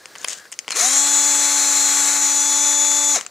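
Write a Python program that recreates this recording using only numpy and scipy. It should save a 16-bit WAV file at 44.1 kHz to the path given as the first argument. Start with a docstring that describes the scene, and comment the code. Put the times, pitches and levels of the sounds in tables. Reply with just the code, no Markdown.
"""Cordless drill backing out a tap, close up

Switch and chuck click, the motor briefly coasts with a grainy rasp; then it runs up, backs a tap
out of a housing and brakes.
The armature sings whole multiples of its speed, the gears a few odd ones: gliding cosines.
The gearbox whirr is noise beaten by armature and planet turns; clicks are bursts into case resonances."""
import sys
import numpy as np
from scipy import signal
from scipy.fft import rfft, irfft
from scipy.io import wavfile
from scipy.ndimage import uniform_filter1d

SR = 44100
rng = np.random.default_rng(int(sys.argv[2]) if len(sys.argv) > 2 else 0)


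def to_wav(s):
    """Save 16-bit WAV."""
    ch = np.atleast_2d(s).T  # columns
    pcm = np.round(np.clip(ch, -1, 1) * 32767)  # PCM
    wavfile.write(sys.argv[1], SR, pcm.astype(np.int16))


def volts(x):
    """Linear amplitude factor 10**(x/20) for a level x in dB, scalar or array-like."""
    e = np.asarray(x, float) / 20
    return 10 ** e


N = 145530

# Armature speed in three phases: t/s, f/Hz (turns per second)
RUN_UP = [(.72, 30), (.76, 124), (.78, 166), (.8, 204), (.825, 231), (.85, 248.3), (.87, 258.7), (.89, 266),
          (.91, 271), (.93, 274.8), (.96, 278.6)]
RUNNING = [(1.0, 282.4), (1.05, 285.2), (1.12, 286.5), (1.26, 287.1), (1.47, 286.4), (1.68, 285.4),
           (1.9, 284.1), (2.1, 285), (2.31, 286.4), (2.52, 288), (2.73, 289.2), (2.98, 290.1),
           (3.11, 290.4), (3.15, 283.4)]
BRAKING = [(3.16, 258), (3.168, 232), (3.178, 180), (3.19, 130), (3.21, 60), (3.24, 30)]
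# Drill effort: t/s, whirr level/dB, load/1 (1 tap in the thread, 0 free),
# low tones level/dB, high tones level/dB, whirr bass level/dB, whirr treble level/dB
EFFORT = [(.7, -44, 1, -52, -63, 9, 9), (.72, -19, 1, -33, -44, 20.5, 14),
          (.742, -10, 0.75, -14, -21, 10, -3), (.762, 3, 0.81, -6.5, -24, 2, 0),
          (.8, 5.5, 0.51, -7, -15, 1, -0.5), (.85, 3, 0.71, -1.5, -4, 1, 0.5),
          (.92, 3.5, 0.69, 2, -6, -0.5, 0), (1.0, 4, 1, 1, -2.5, -2.5, -4),
          (1.3, 2.5, 0.84, 0.5, -1, 0, -1.5), (1.7, 4, 1, 0, -1.5, -1.5, -2),
          (2.1, 4, 1, 0, -2, -0.5, -2.5), (2.3, 1, 0.69, 0, -1, 0.5, -1.5), (2.5, -1, 0.34, 0, -1.5, 1, 1),
          (2.8, -3.5, 0.037, 0, -2, 3, 0), (3.11, -1.5, 0.23, 0, -1.5, 0.5, 0.5),
          (3.14, -3, 0.34, 2, -0.5, 1, 0), (3.16, 3, 0.3, -2, -2, 4.5, -3),
          (3.178, -2, 0, -2.5, -29, 4, -3), (3.195, -10, 0.38, -17, -42, 11.5, -2),
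          (3.21, -15, 0.14, -30, -50, 3, 1), (3.235, -25, 0.15, -40, -50, 13.5, -3),
          (3.27, -39, 0, -60, -56, 0, -8)]
# Armature tones, one row per multiple 1, 2, 3 ..: loaded level/dB, free level/dB, before effort and body
ORDER_DB = [(-40.2, -41.1), (-46.0, -41.0), (-35.4, -34.8), (-41.5, -41.0), (-46.2, -46.2), (-44.5, -54.5),
            (-54.6, -52.2), (-52.0, -55.7), (-45.3, -47.3), (-54.6, -64.1), (-58.6, -55.6), (-37.9, -31.4),
            (-50.4, -50.0), (-50.3, -53.7), (-53.1, -52.5), (-49.5, -57.3), (-57.5, -51.5), (-54.6, -46.6),
            (-50.7, -46.2), (-52.3, -42.0), (-31.3, -28.0), (-31.0, -37.8), (-31.7, -24.9), (-21.7, -19.8),
            (-26.8, -29.3), (-29.7, -39.9), (-27.5, -31.9), (-40.7, -44.4), (-42.8, -45.7), (-43.7, -43.5),
            (-41.7, -52.3), (-45.5, -58.3), (-51.5, -47.5), (-49.7, -53.9), (-47.6, -45.3), (-48.0, -54.5),
            (-50.4, -42.8), (-54.5, -47.2), (-46.7, -55.0), (-57.1, -47.7), (-51.6, -55.3), (-50.1, -62.3),
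            (-51.4, -54.9), (-54.9, -58.5), (-61.9, -59.2), (-54.3, -54.9), (-52.5, -61.7), (-56.4, -59.7),
            (-60.2, -68.0), (-53.6, -70.8), (-59.1, -63.2), (-68.0, -62.3), (-61.7, -66.2)]
# Gear tones: multiples of armature speed/1
GEAR_ORDERS = [2.62, 5.23, 13.83, 14.83, 15.83, 18.8, 21.23, 22.23, 23.23, 24.23]
# Their levels: loaded level/dB, free level/dB, before effort and body
GEAR_DB = [(-46, -62), (-43, -58), (-39, -51), (-35, -42), (-47, -51), (-46, -55), (-41, -50), (-33, -38),
           (-44, -41), (-41, -47)]
# Tones that swell on their own: multiple of armature speed/1 -> column of SOLO_SWELL
SOLO_COLUMN = {2: 1, 12: 2}
# Their swell: t/s, second multiple level/dB, commutator tone level/dB
SOLO_SWELL = [(.8, -1, -11), (.9, -0.5, 3), (1.1, 0, 5), (1.5, 1, 1), (1.75, 0.5, -3), (2.0, -6, 2),
              (2.15, -2.5, -12), (2.3, -4, -1.5), (2.5, -3, 1.5), (2.8, 0, 1.5), (3.11, 1, 2.5),
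              (3.13, -7, -6), (3.16, 1.5, -3)]
# Level change while running up, before top speed is first reached:
# multiple of armature speed/1 -> level/dB
RUN_UP_STRAIN_DB = {14.83: 5, 21: 3, 24: -3, 26: 5, 27: 2, 28: 8, 29: 8, 30: 11, 33: 21, 36: 11}
# Low body resonances and a dip: f/Hz, width/Hz, level/dB
HANDLE = [(480, 70, 6), (725, 55, 12), (812, 16, -16), (1075, 50, 7)]
# Gearbox whirr spectrum before effort: f/Hz, loaded density/(dB per Hz), free density/(dB per Hz)
WHIRR = [(60, -103, -100), (120, -121, -111), (199, -87, -98), (273, -80.5, -78), (434, -75, -83),
         (580, -74, -77.5), (930, -71.5, -68.5), (1160, -65.5, -66.5), (1700, -66, -67.5),
         (2170, -64, -64.5), (2400, -67, -68), (2980, -72.5, -74), (3710, -69, -61.5), (3940, -63, -59),
         (4770, -71, -66.5), (5460, -64, -59.5), (6670, -60, -52.5), (6380, -57.5, -50), (7660, -61.5, -58),
         (7700, -66.5, -60.5), (9170, -63, -66.5), (10050, -70, -66), (12060, -78.5, -77.5),
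         (14140, -80.5, -83), (15660, -96, -89)]
# Clicks of switch, chuck and gear play: t/s, level/dB, low modes level/dB, high modes level/dB,
# t60/s, thump level/dB, top modes level/dB
CLICKS = [(0.057, -13, -16.5, -17.5, 0.007, -29, -20), (0.154, -20, -8.5, -29, 0.018, -24, -43),
          (0.159, -27, -3, -23, 0.014, -23, -27), (0.183, -24, -21, -6.5, 0.022, -32, -11),
          (0.214, -23, -19, -7, 0.014, -39, -14), (0.245, -9, -13, -20, 0.0083, -16.5, -11.5),
          (0.247, -12.5, -3, -15, 0.0099, -14.5, -31), (0.276, -21, -9, -9, 0.006, -34, -9),
          (0.28, -25, -10, -9, 0.005, -34, -12), (0.284, -6, -18, -9.5, 0.019, -51, -11),
          (0.295, -14, -25, -7, 0.012, -46, -13), (0.303, -17.5, -30, -9, 0.026, -32, -7),
          (0.328, -26, -7, -24, 0.015, -25, -25), (0.454, -30.5, -10, -26, 0.014, -13, -28),
          (0.518, -16, -22, -21, 0.018, -55.5, -12), (0.523, -11, -20, -12, 0.052, -55, -16.5),
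          (0.527, -17.5, -11.5, -10, 0.011, -42, -10), (0.539, -26, -13, -7, 0.023, -34, -16),
          (0.5899, -3, -19.5, -13, 0.019, -58, -19), (0.646, -39, -1, -14, 0.022, -19, -22),
          (0.669, -38, -25, -35, 0.041, -7, -40), (0.68, -6.5, -12.5, -23, 0.0079, -20.5, -25.5),
          (0.6878, -18, -9, -9, 0.025, -18, -22), (0.7005, -17, -13, -14, 0.035, -29, -17),
          (0.706, -4, -13, -13, 0.022, -34, -16.5), (0.718, -11, -19, -6, 0.029, -40, -18),
          (0.724, -16, -8, -7, 0.021, -35, -19), (3.199, -25, -10, -12, 0.008, -17, -30),
          (3.2106, -9.5, -14.5, -11, 0.0091, -27, -35), (3.25, -37, -3, -10, 0.0077, -6, -21),
          (3.264, -13.5, -12.5, -8, 0.01, -36, -31)]
# Case resonances in four groups: f/Hz, width/Hz, level/dB
CASE_LOW = [(1300, 600, -9), (1880, 40, -7), (2030, 700, -1), (2520, 35, -6), (2750, 450, -3),
            (3500, 700, -10), (4300, 900, -11)]
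CASE_HIGH = [(4930, 70, -9), (5400, 450, -4), (5660, 50, -7), (6200, 550, 0), (7050, 550, 0),
             (7750, 700, -3)]
CASE_THUMP = [(302, 210, -1), (470, 100, 2.5), (1010, 470, -2)]
CASE_TOP = [(8280, 1400, 18), (10370, 580, -3), (10200, 1700, 2)]
# Treble loss of clicks and ping: f/Hz, level/dB
CASE_ROLL_OFF = [(10500, -1), (12000, -6), (16000, -26)]
# Metal part ringing as the gears take up: t/s, f/Hz, level/dB, t60/s, sag/Hz
PING = (.718, 4250, -19, .09, 120)
# Grainy rasp as the motor briefly coasts: t/s, level/dB
RASP = [(.16, -69), (.2, -46), (.235, -40), (.27, -50), (.29, -31), (.315, -27.5), (.34, -35), (.38, -43),
        (.43, -55), (.5, -64)]
# Rasp spectrum before levelling: f/Hz, level/dB
RASP_COLOUR = [(200, -33), (900, -11), (1500, -9), (2300, -7.5), (3200, -4.5), (4200, -7.5), (5500, -4.5),
               (7000, 1), (8500, -6), (11000, -20), (15000, -34)]
# Faint narrow rub: t/s, level/dB
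RUB = [(0, -51), (.1, -57), (.2, -49), (.3, -52), (.34, -49), (.42, -48.5), (.47, -48.5), (.5, -79),
       (.7, -73)]
# Room noise spectrum before levelling: f/Hz, level/dB
ROOM_COLOUR = [(25, -31), (100, -12.5), (300, -7.5), (500, -3), (900, -8), (1500, -5.5), (3000, -14.5),
               (4500, -7), (8000, -13.5), (12000, -23), (15000, -19)]
# Room noise level over ROOM_DB: t/s, level/dB
ROOM_SWELL = [(0, 4.5), (.3, 10.5), (.5, 2), (.65, 3.5), (3.2, 9), (3.3, 1.5)]
# Stereo balance: f/Hz, left minus right level/dB
LEFT_DB = [(380, 0.0), (700, 1.5), (1290, 3.0), (2380, 3.8), (4400, 4), (7000, 4.5), (9000, 3), (12000, .5),
           (15000, -.5)]
# Reflections unlike at both ears: f/Hz, level/dB
WIDE = [(100, -91), (500, -19), (2000, -14.5), (5000, -20.5), (10000, -12), (15000, -11)]

ROOM_DB, AIR_SIDE_GAIN = -53.5, .12
BENCH_T60_S = .17
RUB_HZ, RUB_WIDTH_HZ = 1660, 170
RASP_GRAIN_DB, RASP_GRAIN_S = 2.8, .002
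SNAP_GAIN, SNAP_T60_S = 3.5, .002  # first impact against the rattle that follows
CLICK_TAIL_DB, CLICK_TAIL_T60_S, CLICK_RISE_S, CLICK_CREST_DB = -24, .12, .0002, 18
JITTER_TURNS, JITTER_S = .001, .03
GEAR_PLAY_TURNS, GEAR_PLAY_S = .008, .012  # backlash blurs the gear tones
WAVER_DB, WAVER_S, DRIFT_DB, DRIFT_S = 1.6, .04, 1.2, .25
LOW_HZ, LOW_DB_PER_OCT = 302, 15
LOW_ORDERS, HIGH_DB_PER_ORDER = 4, .06
RUN_UP_STRAIN_HZ = 12  # scale of the gap between top speed and the highest speed reached so far
PLANET_ORDER, TURN_BEAT, PLANET_BEAT = 1.31, .15, .13
RATTLE_DB, RATTLE_S, SURGE_DB, SURGE_S = 1, .0026, .84, .02
PATCH_DB, PATCH_HOPS, PATCH_BINS = -.5, 10, 4
BASS_HZ, TREBLE_HZ = 3000, 8200
SOFT_LIMIT, EDGE_HZ = 1.1, 15600


def evened(x):
    """Scale to rms 1."""
    return x / np.sqrt(np.mean(x ** 2) + 1e-20)


def read(points, hz, column=1):
    """Interpolate a spectrum column over log frequency."""
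    columns = np.transpose(points)
    return np.interp(np.log(hz + 1), np.log(columns[0] + 1), columns[column])


def curve(points, column=1):
    """Interpolate a time column at every sample."""
    columns = np.transpose(points)
    return np.interp(np.arange(N) / SR, columns[0], columns[column])


def colour(x, points, column=1):
    """Zero-phase filter with the tabled dB response."""
    hz = np.fft.rfftfreq(x.shape[-1], 1 / SR)
    return irfft(rfft(x) * volts(read(points, hz, column)), x.shape[-1])


def slow(time_s):
    """Random drift of rms 1: noise smoothed twice over time_s."""
    size = max(int(time_s * SR), 1)
    smooth = uniform_filter1d(rng.standard_normal(N), size)
    return evened(uniform_filter1d(smooth, size))


def ring(x, modes):
    """Parallel two-pole resonances of alternating sign."""
    out = 0
    for k, (hz, width_hz, db) in enumerate(modes):
        radius = np.exp(-np.pi * width_hz / SR)
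        poles = [1, -2 * radius * np.cos(2 * np.pi * hz / SR), radius ** 2]
        gain = (-1) ** k * volts(db) * (1 - radius)
        out = out + gain * signal.lfilter([1, 0, -1], poles, x)
    return out


def room_air():
    """Coloured room noise, nearly alike in both channels."""
    middle, side = rng.standard_normal((2, N))
    air = middle + AIR_SIDE_GAIN * side * np.array([[1], [-1]])
    return volts(ROOM_DB + curve(ROOM_SWELL)) * evened(colour(air, ROOM_COLOUR))


def rub_and_rasp():
    """A faint rub of resonant noise, and a rasp of grainy noise as the motor briefly coasts."""
    t = np.arange(N) / SR
    grain = rng.standard_normal(N) * volts(RASP_GRAIN_DB * slow(RASP_GRAIN_S))
    rasp = evened(colour(grain, RASP_COLOUR)) * volts(curve(RASP))
    rasp *= (t > RASP[0][0]) * (t < RASP[-1][0])
    rub = evened(ring(rng.standard_normal(N), [(RUB_HZ, RUB_WIDTH_HZ, 0)]))
    return rasp + rub * volts(curve(RUB)) * (t < RUB[-1][0])


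def clicks():
    """Impacts: short random-sign bursts with a faint tail excite the plastic case."""
    out, t = np.zeros(N + 6000), np.arange(6000) / SR
    for start_s, db, low_db, high_db, t60_s, thump_db, top_db in CLICKS:
        snap = SNAP_GAIN * volts(-60 * t / SNAP_T60_S)
        tail = volts(CLICK_TAIL_DB - 60 * t / CLICK_TAIL_T60_S)
        fall = snap + volts(-60 * t / t60_s) + tail
        burst = rng.choice([-1., 1.], len(t)) * fall * np.minimum(t / CLICK_RISE_S, 1)
        groups = ((low_db, CASE_LOW), (high_db, CASE_HIGH), (thump_db, CASE_THUMP), (top_db, CASE_TOP))
        for part_db, modes in groups:
            part = ring(burst, modes)
            part *= volts(db + part_db + CLICK_CREST_DB) / np.linalg.norm(part)  # set by energy
            out[round(start_s * SR):][:len(t)] += part
    return colour(out[:N], CASE_ROLL_OFF)


def body_db(hz):
    """Resonances of the drill body, felt by a tone as it glides."""
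    peaks = sum(db / (1 + ((hz - centre_hz) / width_hz) ** 2) for centre_hz, width_hz, db in HANDLE)
    low_loss = LOW_DB_PER_OCT * np.minimum(np.log2(hz / LOW_HZ), 0)
    return peaks + low_loss + read(WHIRR, np.maximum(hz, 1500))


def motor_tones(speed, turns, load):
    """Cosines locked to the armature turns, their levels set by load, run-up and body."""
    geared = turns + GEAR_PLAY_TURNS * slow(GEAR_PLAY_S)
    waver = WAVER_DB * slow(WAVER_S) + DRIFT_DB * slow(DRIFT_S)
    low_db, high_db = curve(EFFORT, 3), curve(EFFORT, 4)
    run_up_strain = np.tanh((speed.max() - np.maximum.accumulate(speed)) / RUN_UP_STRAIN_HZ)
    tones, coarse = np.zeros(N), np.arange(0, N, 32)  # levels every 32 samples
    orders = list(range(1, len(ORDER_DB) + 1)) + list(GEAR_ORDERS)
    for k, (loaded_db, free_db) in zip(orders, list(ORDER_DB) + list(GEAR_DB)):
        start, shift = rng.random(2)
        db = free_db + (loaded_db - free_db) * load
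        if k <= LOW_ORDERS:
            db += low_db
        else:
            db += high_db + run_up_strain * RUN_UP_STRAIN_DB.get(k, 0)
            if k not in SOLO_COLUMN:
                db += np.roll(waver, int(shift * N))
        if k in SOLO_COLUMN:
            db += curve(SOLO_SWELL, SOLO_COLUMN[k])
        db = db[coarse] + HIGH_DB_PER_ORDER * k
        db += body_db(k * speed[coarse]) - body_db(k * np.median(speed))
        level = np.interp(np.arange(N), coarse, volts(db)) * np.sqrt(2)  # dB is rms
        cycles = k * (geared if k in GEAR_ORDERS else turns) + start
        tones += level * np.cos(2 * np.pi * cycles)
    return tones


def patchy(x):
    """Random patches of level over time and frequency: loose parts light up separate bands."""
    z = signal.stft(x, nperseg=256, noverlap=192)[2]
    field = rng.standard_normal(z.shape[::-1]).T
    field = uniform_filter1d(field, PATCH_BINS, 0)
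    field = evened(uniform_filter1d(field, PATCH_HOPS, 1))
    return signal.istft(z * volts(PATCH_DB * field), nperseg=256, noverlap=192)[1][:N]


def gearbox_whirr(turns, load):
    """Rattling noise beaten by each turn of armature and planet gears; load blends two spectra."""
    armature_beat = 1 + TURN_BEAT * np.cos(2 * np.pi * turns)
    planet_beat = 1 + PLANET_BEAT * np.cos(2 * np.pi * PLANET_ORDER * turns)
    rattle = volts(RATTLE_DB * slow(RATTLE_S) + SURGE_DB * slow(SURGE_S))
    teeth = evened(rng.standard_normal(N) * armature_beat * planet_beat * rattle)
    teeth *= volts(curve(EFFORT)) * np.sqrt(SR / 2)  # unit density per Hz
    whirr = patchy(load * colour(teeth, WHIRR) + (1 - load) * colour(teeth, WHIRR, 2))
    bass = colour(whirr, [(BASS_HZ, 0), (BASS_HZ + 500, -80)])
    treble = colour(whirr, [(TREBLE_HZ - 500, -80), (TREBLE_HZ, 0)])
    middle = whirr - bass - treble
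    return middle + bass * volts(curve(EFFORT, 5)) + treble * volts(curve(EFFORT, 6))


def drill():
    """Armature rotation drives both the tones and the beats of the whirr."""
    speed = uniform_filter1d(curve(list(RUN_UP) + list(RUNNING) + list(BRAKING)), 300)
    turns = np.cumsum(speed) / SR + JITTER_TURNS * slow(JITTER_S)
    load = np.clip(curve(EFFORT, 2), 0, 1)
    return motor_tones(speed, turns, load) + gearbox_whirr(turns, load)


def metal_ping():
    """A decaying sine whose pitch sags and trembles."""
    out, t = np.zeros(N), np.arange(6000) / SR
    start_s, hz, db, t60_s, sag_hz = PING
    tremble_hz = 900 * uniform_filter1d(rng.standard_normal(len(t)), 60)
    turns = np.cumsum(hz - sag_hz * np.minimum(t / t60_s, 1) + tremble_hz) / SR
    envelope = volts(db - 60 * t / t60_s) * np.minimum(t / .0024, 1)
    out[round(start_s * SR):][:len(t)] += envelope * np.sin(2 * np.pi * turns)
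    return colour(out, CASE_ROLL_OFF)


def reflections(near):
    """Convolution with decaying noise, used in opposite sign at the two ears."""
    t = np.arange(4000) / SR
    echo = rng.standard_normal(len(t)) * volts(-60 * t / BENCH_T60_S)
    return colour(signal.oaconvolve(near, echo / np.linalg.norm(echo))[:N], WIDE)


def scene():
    """Near sources with reflections, balanced left and right, over room noise."""
    near = rub_and_rasp() + clicks() + drill() + metal_ping()
    wide = reflections(near)
    left = colour(near + wide, [(hz, db / 2) for hz, db in LEFT_DB])
    right = colour(near - wide, [(hz, -db / 2) for hz, db in LEFT_DB])
    return np.array([left, right]) + room_air()


def top_cut(x):
    """Nothing passes above the cut-off."""
    return signal.sosfilt(signal.butter(12, 16480, fs=SR, output="sos"), x)


def record(dry):
    """Soft overload, then band limit."""
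    limited = SOFT_LIMIT * np.tanh(dry / SOFT_LIMIT)
    edge = signal.firwin(255, EDGE_HZ, window=("kaiser", 8), fs=SR)
    mix = signal.oaconvolve(limited, edge[None], "same")
    return top_cut(mix)


dry = scene()
out = record(dry)
to_wav(out)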